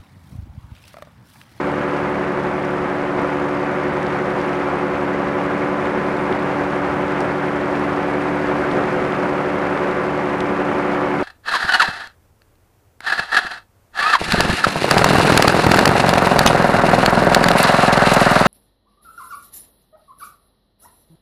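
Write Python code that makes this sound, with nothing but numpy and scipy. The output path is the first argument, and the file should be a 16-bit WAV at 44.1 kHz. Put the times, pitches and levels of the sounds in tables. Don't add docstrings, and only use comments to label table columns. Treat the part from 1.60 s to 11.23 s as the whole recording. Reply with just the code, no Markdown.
import sys
import numpy as np
from scipy import signal
from scipy.fft import rfft, irfft
from scipy.io import wavfile
from scipy.ndimage import uniform_filter1d

SR = 44100
rng = np.random.default_rng(int(sys.argv[2]) if len(sys.argv) > 2 else 0)


def ratio(d):
    e = np.asarray(d, float) / 20
    return 10 ** e


def waveform_to_disk(signal):
    frames = np.transpose(np.atleast_2d(signal))
    scaled = np.clip(frames, -1, 1) * 32767
    samples = np.round(scaled).astype(np.int16)
    wavfile.write(sys.argv[1], SR, samples)


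N = 424683

# (time [s], blade passes per second [Hz])
BLADE_RATE = [(0, 72.27), (.9, 72.58), (1.2, 72.36), (1.45, 71.93), (2.1, 72.4), (2.5, 72.4), (2.8, 71.96),
              (3.35, 71.7), (3.9, 72.27), (4.3, 72.73), (5.0, 72.41), (5.65, 72.57), (6.05, 72.38),
              (6.75, 72.74), (7.6, 72.81), (8.7, 72.49), (9.3, 72.63), (9.63, 72.27)]
# (time [s], change [dB])
BLADE_LOAD = [(0, 1.5), (.9, -1.5), (1.9, 1), (2.6, -3), (3.0, 1), (3.3, 1), (3.75, 1.4), (5.1, 1),
              (6.3, 2), (7.2, 1.5), (7.5, 0.5), (8.1, 1.8), (8.4, 0), (8.8, 0.5), (9.63, 1.5)]
# (multiple of the blade rate [-], rms level [dB])
SLAP_HARMONICS = [(1, -46.6), (2, -36.1), (3, -36.6), (4, -29.1), (5, -29.7), (6, -43.7), (7, -33.1),
                  (8, -34.8), (9, -42.7), (10, -43.2), (11, -44.4), (12, -39.2), (13, -45.1), (14, -39.0),
                  (15, -45.3), (16, -39.5), (17, -46.9), (18, -42.6), (19, -50.7), (20, -46.1), (21, -48.5),
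                  (22, -59.3), (23, -46.5), (24, -54.8), (25, -54.8), (26, -70.0), (27, -55.5), (28, -57.7),
                  (29, -54.1), (30, -53.2), (31, -58.8), (32, -59.4)]
# (multiple of the crank rate [-], rms level [dB])
EXHAUST_HARMONICS = [(1, -57), (2, -34), (3, -53), (4, -31), (6, -39), (8, -43), (9, -50), (10, -48),
                     (12, -53), (15, -49), (16, -52)]
# (time [s], level over calm air [dB])
AIRFLOW = [(0, 0.3), (.9, -0.25), (1.43, -.3), (1.65, 0.4), (2.2, 0.4), (2.85, 1.6), (3.3, -0.1),
           (3.9, 0.65), (4.9, 1.7), (5.5, 1.7), (5.94, 1.2), (6.25, 2.5), (6.5, 1.3), (7.2, 3.5),
           (7.75, 1.9), (8.25, 2.5), (8.55, 1.25), (9.63, 3)]
# (frequency [Hz], density [dB per Hz])
ROAR_COLOUR = [(20, -31), (60, -19), (100, -5.5), (200, -3), (400, -1), (800, 0), (1500, -3), (2200, -8.5),
               (3000, -19), (4500, -33), (7000, -40), (15000, -75)]
# (time [s], rise [dB], length [s])
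GUSTS = [
    (1.6, 4, 0.04),
    (3.15, 3, .04),
    (4.6, 2.5, .01),
    (4.72, 4, .03),
    (5.613, 3.5, .03),
    (6.2, 2, .05),
    (7.17, 3.5, 0.062),
    (8.82, 2.5, 0.033),
]
# (frequency [Hz], density [dB per Hz])
FIZZ_COLOUR = [(1500, -7), (3000, -2.5), (4500, 0), (7000, -9.5), (9500, -12), (11000, -17), (12500, -21),
               (13800, -19.5), (15200, -29)]
# (frequency [Hz], density [dB per Hz])
SNAP_COLOUR = [(5000, -25), (7500, -6), (9200, 4), (10500, -6), (12000, -17), (14000, -30)]
# (time [s], level at 5 kHz [dB per kHz], slope [dB per octave])
PORT_TICKS = [(1.5966, -47, -17), (1.6742, -48, -10), (2.43, -42, -12), (2.4618, -50, -18),
              (2.4675, -42.5, -20), (2.7896, -47.5, -19), (2.8036, -48, -20), (2.894, -46.5, -15),
              (2.9314, -47.5, -19), (3.3551, -48.5, -16), (4.7266, -43.5, -20), (5.6063, -39.5, -10),
              (6.0142, -47.5, -20), (6.1542, -48.5, -20), (6.1947, -46, -10), (7.1144, -45.5, -20),
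              (7.1192, -47.5, -7), (7.1689, -48, -19), (7.2394, -46.5, -15), (7.3645, -47.5, -9),
              (7.4514, -46, -17), (7.5234, -43, -20), (8.1757, -46, -20), (8.1949, -45.5, -15),
              (8.2308, -48.5, -14), (8.3127, -47, -16), (8.8061, -37, -11), (9.0521, -45.5, -15),
              (9.6126, -46.5, -9)]

GEAR = 49 / 19
SLAP_TURN = .127
FIRING_TURN = .19
BODY_DB, UPPER_DB, FIZZ_DB = -29, -28.5, -52
BODY_FOLLOWS, UPPER_FOLLOWS, FIZZ_FOLLOWS = 0.89, 0.71, 0.77


def evened(x):
    return x / np.sqrt(np.mean(x ** 2) + 1e-20)


def curve(rows):
    rows = np.array(rows)
    return np.interp(np.arange(N) / SR, rows[:, 0], rows[:, 1])


def drift(top_hz, count=24):
    t = np.arange(0, N + 256, 256) / SR
    hz = top_hz * np.geomspace(1 / 20, 1, count)[:, None]
    sines = np.sin(2 * np.pi * (hz * t + rng.random((count, 1))))
    slow = (sines / np.sqrt(hz)).sum(0)
    return np.interp(np.arange(N) / SR, t, evened(slow))


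def noise(colour, patchy_db, flicker_db, size):
    frames = 4 * N // size + 5
    hz = np.fft.rfftfreq(size, 1 / SR)
    real, imag, patches = rng.standard_normal((frames, len(hz), 3)).T
    patches = uniform_filter1d(patches, size=9, axis=0)
    patches = evened(uniform_filter1d(patches, size=7, axis=1))
    flicker = evened(uniform_filter1d(rng.standard_normal(frames), size=3))
    reach = 1 / (1 + (hz[:, None] / 10000) ** 4)
    point_hz, point_db = np.transpose(colour)
    colour_db = np.interp(np.log(hz + 1), np.log(point_hz), point_db, left=-90)[:, None]
    level_db = colour_db + patchy_db * patches + flicker_db * flicker * reach
    spectra = (real + 1j * imag) * ratio(level_db)
    return evened(signal.istft(spectra, nperseg=size, noverlap=3 * size // 4)[1][:N])


def shaft_harmonics(table, turns, waver_db, jitter, causal, lag, lean_db={}):
    multiples, levels_db = np.transpose(table)
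    count = int(multiples.max()) + 2
    log_level = np.interp(np.arange(count + 1), multiples, levels_db) * np.log(10) / 20
    mirrored = np.r_[log_level, log_level[-2:0:-1]]
    phases = -causal * signal.hilbert(mirrored).imag[multiples.astype(int)] - lag
    turns = turns + jitter * drift(30)
    out = np.zeros(N)
    for k, db, phase in zip(multiples, levels_db, phases):
        change_db = lean_db[k] if k in lean_db else waver_db * drift(3)
        out += np.sqrt(2) * ratio(db + change_db) * np.cos(2 * np.pi * k * turns + phase)
    return out


def blade_slap(passes):
    lean_db = {}
    for k, lift_db in ((5, 0), (7, 0), (8, .3)):
        lean_db[k] = lift_db + .9 * drift(2)
    lean_db[4] = curve(BLADE_LOAD) - .5 + .9 * drift(6)
    return shaft_harmonics(SLAP_HARMONICS, passes, waver_db=1, jitter=.001, causal=1, lag=1.3, lean_db=lean_db)


def exhaust(passes):
    crank_turns = passes * GEAR / 2 + FIRING_TURN
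    return shaft_harmonics(EXHAUST_HARMONICS, crank_turns, waver_db=.6, jitter=.003, causal=0, lag=.65)


def slipstream_roar(passes, chop=.2, lag=.35, puff=.1, split_hz=700):
    swell = chop * np.exp(9 * (np.cos(2 * np.pi * (passes - lag)) - 1))
    slap_puff = puff * np.exp(-((passes - .04) % 1) / .08)
    wake = 1 + swell + slap_puff
    turbulence = noise(ROAR_COLOUR, patchy_db=.5, flicker_db=0.8, size=1024)
    air = ratio(0.15 * drift(14)) * wake * turbulence
    body = signal.sosfiltfilt(signal.butter(2, split_hz, fs=SR, output="sos"), air)
    upper = air - body
    t = np.arange(N) / SR
    gust_db = sum(rise_db * np.exp(-((t - s) / length) ** 2) for s, rise_db, length in GUSTS)
    flow_db = curve(AIRFLOW)
    body_gain = ratio(BODY_DB + BODY_FOLLOWS * flow_db + gust_db)
    upper_gain = ratio(UPPER_DB + UPPER_FOLLOWS * flow_db + 0.2 * gust_db)
    return body_gain * evened(body) + upper_gain * evened(upper)


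def tip_fizz(passes, snap_db=-3, early=.045, fade=.07, spread_db=1.3):
    passes = passes + early
    strengths = ratio(spread_db * rng.standard_normal(int(passes[-1]) + 2))
    strength = strengths[np.floor(passes).astype(int) + 1]
    since_snap = passes % 1
    gate = strength * (np.exp(-since_snap / fade) + 0.25 * (1 - since_snap))
    snap = ratio(snap_db) * gate * noise(SNAP_COLOUR, patchy_db=1.2, flicker_db=-1.5, size=256)
    hiss = noise(FIZZ_COLOUR, patchy_db=1.0, flicker_db=3.0, size=256)
    return ratio(FIZZ_DB + FIZZ_FOLLOWS * curve(AIRFLOW)) * (hiss + snap)


def faint_ticks(count=15, level_db=-50, slopes_db=(-20, -12)):
    odds = np.cumsum(ratio(2 * curve(AIRFLOW)))
    when, dullness = rng.random((count, 2)).T
    times = np.interp(when, odds / odds[-1], np.arange(N) / SR).clip(.01)
    slopes = np.interp(dullness, (0, 1), slopes_db)
    return [(s, level_db, slope_db) for s, slope_db in zip(times, slopes)]


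def port_ticks(lead=60):
    out = np.zeros(N)
    t = np.arange(512) / SR
    hz = np.fft.rfftfreq(len(t), 1 / SR) + 1
    low_cut = 1 / np.sqrt(1 + (3000 / hz) ** 10)
    high_cut = 1 / np.sqrt(1 + (hz / 10000) ** 12)
    for s, db, slope_db in PORT_TICKS + faint_ticks():
        tail = np.exp(-t / rng.uniform(.0004, .0011))
        burst = np.roll(rng.standard_normal(len(t)) * tail, lead)
        burst[lead] = 4
        colour = low_cut * high_cut * ratio(db + 30.7 + slope_db * np.log2(hz / 5000))
        sound = irfft(rfft(burst / np.linalg.norm(burst)) * colour)
        part = out[round(s * SR) - lead - 8:][:len(t)]
        part += sound[:len(part)]
    return out


def scene():
    passes = np.cumsum(curve(BLADE_RATE)) / SR - SLAP_TURN
    engine = blade_slap(passes) + exhaust(passes)
    air = slipstream_roar(passes) + tip_fizz(passes) + port_ticks()
    return (engine + air)[None]


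def low_pass(x):
    return signal.sosfilt(signal.butter(12, 15330, fs=SR, output="sos"), x)


def record(dry):
    t = np.arange(N) / SR
    opening = np.clip(np.minimum(t, t[::-1]) / .001, 0, 1)
    hz, s, spectra = signal.stft(dry * opening, SR, nperseg=1024)
    edge_hz = 14760 + 60 * curve(AIRFLOW) + 190 * drift(40)
    edge_hz = np.interp(s, t, edge_hz)
    passed = np.clip((edge_hz - hz[:, None]) / 90, 0, 1)
    mix = signal.istft(spectra * passed, SR, nperseg=1024)[1][:, :N]
    return low_pass(mix)


dry = scene()
out = record(dry)
waveform_to_disk(out)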